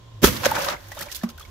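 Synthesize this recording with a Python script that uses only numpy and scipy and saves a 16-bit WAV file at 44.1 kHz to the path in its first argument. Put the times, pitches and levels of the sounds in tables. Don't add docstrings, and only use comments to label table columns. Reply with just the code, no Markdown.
import sys
import numpy as np
from scipy import signal
from scipy.fft import rfft, irfft
from scipy.io import wavfile
from scipy.ndimage import uniform_filter1d

SR = 44100
rng = np.random.default_rng(int(sys.argv[2]) if len(sys.argv) > 2 else 0)


def bounce(signal):
    frames = np.transpose(np.atleast_2d(signal))
    limited = np.clip(frames, -1, 1)
    pcm = np.round(limited * 32767).astype(np.int16)
    wavfile.write(sys.argv[1], SR, pcm)


N = 66150

# freq_hz, rel_db_per_hz
SPLASH_SPECTRUM = [(180, -39), (300, -21), (415, -19.5), (562, -2), (662, -8.5), (887, -5), (1040, -8),
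                   (1490, -5), (4000, -16), (5200, -43), (8800, -120)]
# freq_hz, rel_db_per_hz
SPRAY_SPECTRUM = [(880, -20.5), (1500, -9.5), (2150, -15), (3280, -9.5), (4070, -9), (5300, -9),
                  (6200, -8.5), (7990, -15.5), (9500, -16), (12700, -10.5), (15000, -14), (16000, -17.5)]
# freq_hz, rel_db_per_hz
RUMBLE_SPECTRUM = [(35, -24), (60, -0.5), (87, 0.5), (385, -3), (428, -25), (472, -7), (600, -16),
                   (780, -48), (1320, -120)]

GRAINS_PER_S, GRAIN_SPREAD_DB, GRAIN_CYCLES, GRAIN_SHARE = 5000, 3, 4, 0.75
DROPS_PER_S, DROP_SPREAD_DB, DROP_SHARE = 3300, 3, 0.75
SPATTER_CYCLES = 2.4
NEAR_LEAN_DB = -3.2


def amp(db):
    return 10 ** (np.asarray(db) / 20)


def evened(x):
    return x / np.sqrt(np.mean(x ** 2) + 1e-20)


def read(points, hz):
    f, value = np.transpose(points)
    return np.interp(np.log(hz + 1), np.log(f + 1), value)


def add(mix, start_s, sound):
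    part = mix[..., round(start_s * SR):][..., :sound.shape[-1]]
    part += sound[..., :part.shape[-1]]


def ring(modes, length_s, opposed=False):
    t = np.arange(round(length_s * SR)) / SR
    out = np.zeros(len(t))
    for k, (hz, db, t60_s) in enumerate(modes):
        sense = (-1) ** (k * opposed)
        out += sense * amp(db - 60 * t / t60_s) * np.sin(2 * np.pi * hz * t)
    return out


def coloured(a, b, spectrum):
    # freq_hz, left_right_correlation
    likeness = [(60, 1), (180, 0.93), (550, 0.093), (1650, 0.069), (4970, 0.0028), (15000, 0.29)]
    # freq_hz, left_minus_right_db
    side_lean = [(60, -12), (180, -2.5), (550, -4), (1650, 0.5), (4970, -2), (15000, -3.5)]
    hz = np.fft.rfftfreq(N, 1 / SR)
    same = read(likeness, hz)
    half_lean = amp(read(side_lean, hz) / 2)
    a, b = rfft(a), rfft(b)
    left = a * half_lean
    right = (same * a + np.sqrt(1 - same ** 2) * b) / half_lean
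    return evened(irfft(np.array([left, right]) * amp(read(spectrum, hz)), N))


def sparse(per_s, spread_db):
    size = amp(spread_db * np.minimum(rng.exponential(1, (2, N)), 4))
    sign = rng.choice([-1., 1.], (2, N))
    return size * sign * (rng.random((2, N)) < per_s / SR)


def blend(grains, share):
    return np.sqrt(share) * evened(grains) + np.sqrt(1 - share) * rng.standard_normal((2, N))


def bubble(hz, rise_oct_per_s, length_s):
    peak_at = 0.44
    t = np.arange(round(1.7 * length_s * SR)) / SR
    u = (t / (peak_at * length_s)) ** 2
    phase = 2 * np.pi * np.cumsum(hz * 2 ** (rise_oct_per_s * t)) / SR
    return np.sqrt(u * np.exp(1 - u)) * np.sin(phase)


def droplets(per_s, spread_db, cycles, lo_hz, hi_hz):
    clicks = sparse(per_s, spread_db)
    kind = rng.integers(0, 24, (2, N))
    out = np.zeros((2, N))
    for k, hz in enumerate(np.geomspace(lo_hz, hi_hz, num=24)):
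        grain = np.sqrt(hz) * bubble(hz, hz / 60, cycles / hz)
        out += signal.oaconvolve(clicks * (kind == k), grain[None], axes=1)[:, :N]
    return out


def tearing_skin():
    # start_s, level_db, sense (only its sign counts: push +, pull -), snap_rel_db
    tears = [(0.2247, -26, 0.5, -10.5), (.231, -14, -1, -10), (0.2339, -12.5, 1, -16),
             (0.2378, -11.5, -1, -2.5), (0.2411, -3, 1, -16), (0.2429, -2, -1, -1.5), (0.2444, -4.5, 1, 6),
             (0.2465, -7, 1, 6), (0.25, -21, 1, 4), (0.259, -21, -1, -8), (.261, -24.5, 1, 7.5),
             (0.264, -20, 1, -8), (0.2786, -16.5, 1, -3), (.287, -15.5, 1, -7)]
    # freq_hz, rel_db, t60_s
    burst_modes = [(73.4, -7.5, 0.093), (188, -5, 0.019), (408, -3.5, .02), (550, -9, 0.018)]
    # freq_hz, rel_db, t60_s
    snap_modes = [(960, -9.5, 0.0084), (1300, -2, 0.011), (1620, -12.5, 0.0088), (3260, -11, 0.0065)]
    out = np.zeros(N)
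    burst, snap = ring(burst_modes, 0.15), ring(snap_modes, 0.15)
    for start_s, db, sense, snap_db in tears:
        add(out, start_s, np.sign(sense) * amp(db) * (burst + amp(snap_db) * snap))
    return out


def gush():
    # time_s, rumble_db, roar_db, hiss_db
    gush_levels = [(0.218, -37.5, -47, -39.5), (0.234, -17, -22.5, -23.5), (0.244, -10.5, -15.5, -9.5),
                   (0.258, -26, -27.5, -17.5), (0.278, -24, -24, -21), (0.308, -26, -34, -30.5),
                   (0.41, -40, -38.5, -41), (0.43, -62.5, -43, -39)]
    # freq_hz, rel_db_per_hz
    roar_spectrum = [(290, -40), (500, -2.5), (687, -4.5), (764, -21), (913, -4.5), (1070, -5.5),
                     (1530, -4.5), (3500, -9), (4550, -39), (7700, -120)]
    time_s, *levels_db = np.transpose(gush_levels)
    t = np.arange(N) / SR
    out = np.zeros((2, N))
    for db, spectrum in zip(levels_db, (RUMBLE_SPECTRUM, roar_spectrum, SPRAY_SPECTRUM)):
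        level = amp(np.interp(t, time_s, db, left=-120, right=-120))
        source = blend(sparse(DROPS_PER_S, DROP_SPREAD_DB), DROP_SHARE)
        out += level * coloured(*source, spectrum)
    return out


def slaps():
    # start_s, rel_db, t60_s, pan_left_minus_right_db, treble_rel_db, body_rel_db
    slap_events = [(0.3636, -20.5, 0.07, -4, -9, -3), (0.4344, -20, 0.05, -4, -17, 4.5),
                   (0.4402, -21.5, 0.07, -5, -14, 4), (0.4483, -12.5, 0.063, 10.5, -12, -1.5),
                   (0.4556, -11, 0.065, -2, -5.5, -0.5), (0.5102, -21, 0.036, 2, 4, 1),
                   (0.5516, -15.5, 0.044, 2, -8.5, 0), (0.5616, -23.5, 0.045, 4, -18, 9),
                   (0.5836, -19, 0.046, 9, -12, -1), (0.618, -19.5, 0.068, 0, -9, -7),
                   (0.6438, -19, 0.059, 5, -7, -14), (0.6834, -13, 0.048, 5.5, -27, -3.5),
                   (0.699, -22, 0.045, 7, -20, -5), (0.724, -26, 0.077, 1.0, -16, -8),
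                   (0.8844, -46, 0.04, -13, 6, -2), (0.9169, -27.5, 0.05, 1, -4, 0.5),
                   (0.9483, -36, 0.05, -2, 2, -7), (0.9692, -33.5, 0.047, 1.0, -17, 1.5),
                   (0.989, -26.5, 0.088, 6, -1.5, -14), (1.0087, -25, 0.073, -4, 1, -5),
                   (1.0224, -22, 0.052, 8.5, -9, -15), (1.0594, -31.5, 0.046, 0, -9, -5),
                   (1.0859, -41, 0.05, 2, -3, -8), (1.1154, -24.5, 0.054, -12, -7.5, -29),
                   (1.125, -28, 0.043, 13, 2, -29), (1.1476, -19.5, 0.048, -6.5, -3, -29),
                   (1.1543, -26.5, 0.041, -1, -11, -29), (1.1615, -27, 0.058, -1.5, 2, -23),
                   (1.2337, -26, 0.059, 2, -5.5, 4.5), (1.289, -28.5, 0.058, 5, -8, -12),
                   (1.2986, -35, 0.054, -4, -2, -12), (1.377, -35, 0.067, 6, -5, -7),
                   (1.396, -30, 0.05, -0.5, -3.5, -9), (1.412, -34.5, 0.059, 7, -6, -7),
                   (1.45, -37, 0.046, -2.0, -16, 0.5)]
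    trim_db, rise_s = -7.5, 0.0028
    tick_db, tick_s = -1.5, 0.0006
    spatter_per_s, spread_db, share, treble_hz = 4000, 4, 0.77, 8200
    env = np.zeros((3, 2, N))
    t = np.arange(SR // 5) / SR
    onset = np.minimum(t / rise_s, 1) + amp(tick_db) * np.exp(-t / tick_s)
    for start_s, db, t60_s, pan_db, treble_db, body_db in slap_events:
        shape = onset * amp(db + trim_db - 60 * t / t60_s)
        shape = shape * amp([[pan_db / 2], [-pan_db / 2]])
        add(env, start_s, shape * amp([[[0]], [[treble_db]], [[body_db]]]))
    spatter = droplets(spatter_per_s, spread_db, SPATTER_CYCLES, 2360, 15700)
    spatter = coloured(*blend(spatter, share), SPRAY_SPECTRUM)
    lowpass = 1 / (1 + (np.fft.rfftfreq(N, 1 / SR) / treble_hz) ** 8)
    dull = irfft(rfft(spatter) * lowpass, N)
    treble = evened(spatter - dull)
    body = droplets(GRAINS_PER_S, spread_db, GRAIN_CYCLES, 602, 3080)
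    body = coloured(*blend(body, share), SPLASH_SPECTRUM)
    return env[0] * dull + env[1] * treble + env[2] * body


def falling_water():
    # time_s, splash_db, rumble_db, spray_db
    water_levels = [(.4, -43, -49, -43), (.47, -27.5, -34, -33.5), (.53, -30.5, -38.5, -36),
                    (.58, -27, -37, -34.5), (.62, -28.5, -40.5, -32.5), (.708, -29, -44.5, -34),
                    (0.738, -29.5, -42, -43.5), (.77, -43, -53, -52), (.83, -51, -56, -52),
                    (.9, -53, -55.5, -49.5), (.95, -53, -57, -48.5), (.985, -42.5, -50, -43.5),
                    (1.03, -43, -41.5, -41.5), (1.05, -45.5, -48, -44.5), (1.08, -45.5, -52.5, -50.5),
                    (1.11, -51.5, -58, -45), (1.165, -55, -62, -45), (1.192, -56, -68, -42.5),
                    (1.205, -57, -62, -50), (1.228, -53, -60, -46.5), (1.27, -48.5, -56, -56),
                    (1.34, -60.5, -52.5, -64), (1.4, -58, -65, -55.5), (1.5, -58, -53, -56.5)]
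    gurgles_per_s, gurgle_cycles, gurgle_db = 400, 10, -1
    pool_hz, pool_width_hz, pool_db = 570, 110, -14.5
    time_s, splash_db, rumble_db, spray_db = np.transpose(water_levels)
    t = np.arange(N) / SR

    def level(db):
        return amp(np.interp(t, time_s, db, left=-120))

    grains = evened(droplets(GRAINS_PER_S, GRAIN_SPREAD_DB, GRAIN_CYCLES, 354, 3980))
    gurgles = evened(droplets(gurgles_per_s, GRAIN_SPREAD_DB, gurgle_cycles, 500, 2593))
    splash = coloured(*blend(grains + amp(gurgle_db) * gurgles, GRAIN_SHARE), SPLASH_SPECTRUM)
    r = np.exp(-np.pi * pool_width_hz / SR)
    resonator = [1, -2 * r * np.cos(2 * np.pi * pool_hz / SR), r * r]
    pool = evened(signal.lfilter([1], resonator, splash.mean(0)))
    drops = droplets(DROPS_PER_S, DROP_SPREAD_DB, SPATTER_CYCLES, 1510, 16600)
    spray = coloured(*blend(drops, DROP_SHARE), SPRAY_SPECTRUM)
    rumble = coloured(*rng.standard_normal((2, N)), RUMBLE_SPECTRUM)
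    wet = level(splash_db) * (splash + amp(pool_db) * pool)
    return wet + level(spray_db) * spray + level(rumble_db) * rumble


def single_bubbles():
    # start_s, peak_db, start_hz, rise_oct_per_s, length_s
    bubble_events = [(0.435, -22, 1120, 2.7, .004), (0.456, -8, 1744, 3., .0022),
                     (0.4611, -9.5, 562, 1.2, 0.0086), (0.5145, -14, 884, 1.2, 0.01),
                     (0.567, -14.5, 1460, 3.8, 0.0023), (0.571, -23.5, 895, 2.2, 0.014),
                     (0.6851, -17, 1220, 3.5, 0.0023), (.688, -25.5, 582, 1.8, 0.011),
                     (.722, -26, 1300, 2.6, 0.0046), (0.764, -36.5, 2070, 3., 0.0076),
                     (0.917, -33.5, 1790, 4.3, 0.0037), (.921, -36, 1910, 3., .013),
                     (0.966, -36, 608, 3., 0.01), (0.974, -38.5, 986, 40, .02),
                     (.972, -36.5, 890, 5., 0.0072), (0.974, -39.5, 3660, 3., 0.0063),
                     (0.979, -38, 3100, 5., 0.0064), (0.997, -35, 555, 2.3, 0.021),
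                     (1.002, -37, 1730, 3., .008), (1.025, -33, 1300, 3., 0.0061),
                     (1.069, -38, 914, 3., 0.008), (1.006, -30.5, 1164, 60, .02),
                     (1.061, -36.5, 570, 2.3, .016), (1.085, -38.5, 2300, 3.03, .005),
                     (1.096, -39, 1855, 6.3, 0.013), (1.169, -39, 3400, 3.3, 0.0067),
                     (1.21, -41.5, 1695, 4.1, 0.012), (1.253, -45.5, 867, 22., 0.031),
                     (1.29, -43.5, 1300, 2.1, .012), (1.381, -42, 1470, 6.3, 0.0091),
                     (1.407, -37, 1210, 3.7, 0.0078), (1.425, -41.5, 3356, 2.3, 0.01),
                     (1.449, -45, 2207, 2.3, .01)]
    wobble_depth, wobble_s = 0.29, 0.0012
    out = np.zeros(N)
    for start_s, db, hz, rise_oct_per_s, length_s in bubble_events:
        add(out, start_s, amp(db) * bubble(hz, rise_oct_per_s, length_s))
    wobble = evened(uniform_filter1d(rng.standard_normal(N), round(wobble_s * SR)))
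    return out * (1 + wobble_depth * wobble)


def landing_scrap():
    # freq_hz, rel_db, t60_s
    balloon_modes = [(185, -2, .1), (232, 0, .14), (361, -17, .12), (640, -8, .03), (1150, -9, .05),
                     (1750, -17, .04)]
    start_s, level_db, push_s = 1.2346, -16.5, 0.00047
    out = np.zeros(N)
    push = np.hanning(round(2 * push_s * SR))
    hit = np.convolve(ring(balloon_modes, 0.25, opposed=True), push / push.sum())
    add(out, start_s, -amp(level_db) * hit)
    return out


def echoes(x):
    level_db, t60_s = -14, 0.07
    t = np.arange(SR // 5) / SR
    taps = rng.standard_normal((2, len(t))) * amp(-60 * t / t60_s) * (t > 0.002)
    taps /= np.linalg.norm(taps[0])
    return amp(level_db) * signal.fftconvolve(x[None], taps, axes=1)[:, :N]


def engine():
    # time_s, pitch_hz, level_db
    engine_course = [(0, 111.7, -50), (.1, 118.2, -50.5), (.19, 106.2, -40), (.45, 104.4, -47),
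                     (.63, 104.9, -56), (.76, 100.5, -52.5), (.9, 98.97, -52), (1.0, 80.2, -57),
                     (1.1, 72.54, -57), (1.26, 76.1, -57), (1.36, 75.85, -46), (1.45, 83, -54.5),
                     (1.5, 79, -42)]
    width_hz, fuzz_depth = 5.2, 0.51
    time_s, hz, db = np.transpose(engine_course)
    t = np.arange(N) / SR
    r = np.exp(-np.pi * width_hz / SR)
    fuzz = evened(signal.lfilter([1 - r], [1, -r], rng.standard_normal((2, N))))
    turn = np.exp(2j * np.pi * np.cumsum(np.interp(t, time_s, hz)) / SR)
    drone = (turn * (1 + fuzz_depth * (fuzz[0] + 1j * fuzz[1]))).real
    return np.sqrt(2) * amp(np.interp(t, time_s, db)) * drone


def whines():
    # freq_hz, level_db
    whine_tones = [(950, -69), (995, -78), (1027, -73), (1049, -60)]
    t = np.arange(N) / SR
    return sum(amp(db) * np.sin(2 * np.pi * (hz * t + rng.random())) for hz, db in whine_tones)


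def yard_noise():
    # freq_hz, rel_db_per_hz
    yard_spectrum = [(82, -22.5), (140, -27), (170, -38), (300, -24), (430, -24), (560, -24.5), (900, -30),
                     (1020, -23.5), (1200, -31.5), (2500, -36.5), (3400, -29.5), (4300, -37), (7000, -40),
                     (9000, -53.5), (12000, -51), (16000, -56)]
    level_db = -53.5
    return amp(level_db) * coloured(*rng.standard_normal((2, N)), yard_spectrum)


def wind():
    level_db, low_hz, high_hz = -47.5, 25, 67.5
    band = signal.butter(2, [low_hz, high_hz], "bandpass", fs=SR, output="sos")
    air = evened(signal.sosfilt(band, rng.standard_normal(N)))
    return amp(level_db) * air * amp([[NEAR_LEAN_DB], [-NEAR_LEAN_DB]])


def scene():
    near = tearing_skin() + single_bubbles() + landing_scrap()
    direct = near * amp([[NEAR_LEAN_DB / 2], [-NEAR_LEAN_DB / 2]])
    water = gush() + slaps() + falling_water()
    background = engine() + whines() + yard_noise() + wind()
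    return direct + echoes(near) + water + background


def record(dry):
    low_cut_hz, clip, edge_hz = 51.7, 0.96, 15740
    highpass = signal.butter(2, low_cut_hz, "highpass", fs=SR, output="sos")
    clipped = np.clip(signal.sosfilt(highpass, dry), -clip, clip)
    lowpass = signal.firwin(511, edge_hz, window=("kaiser", 9), fs=SR)
    return signal.oaconvolve(clipped, lowpass[None], "same")


dry = scene()
out = record(dry)
bounce(out)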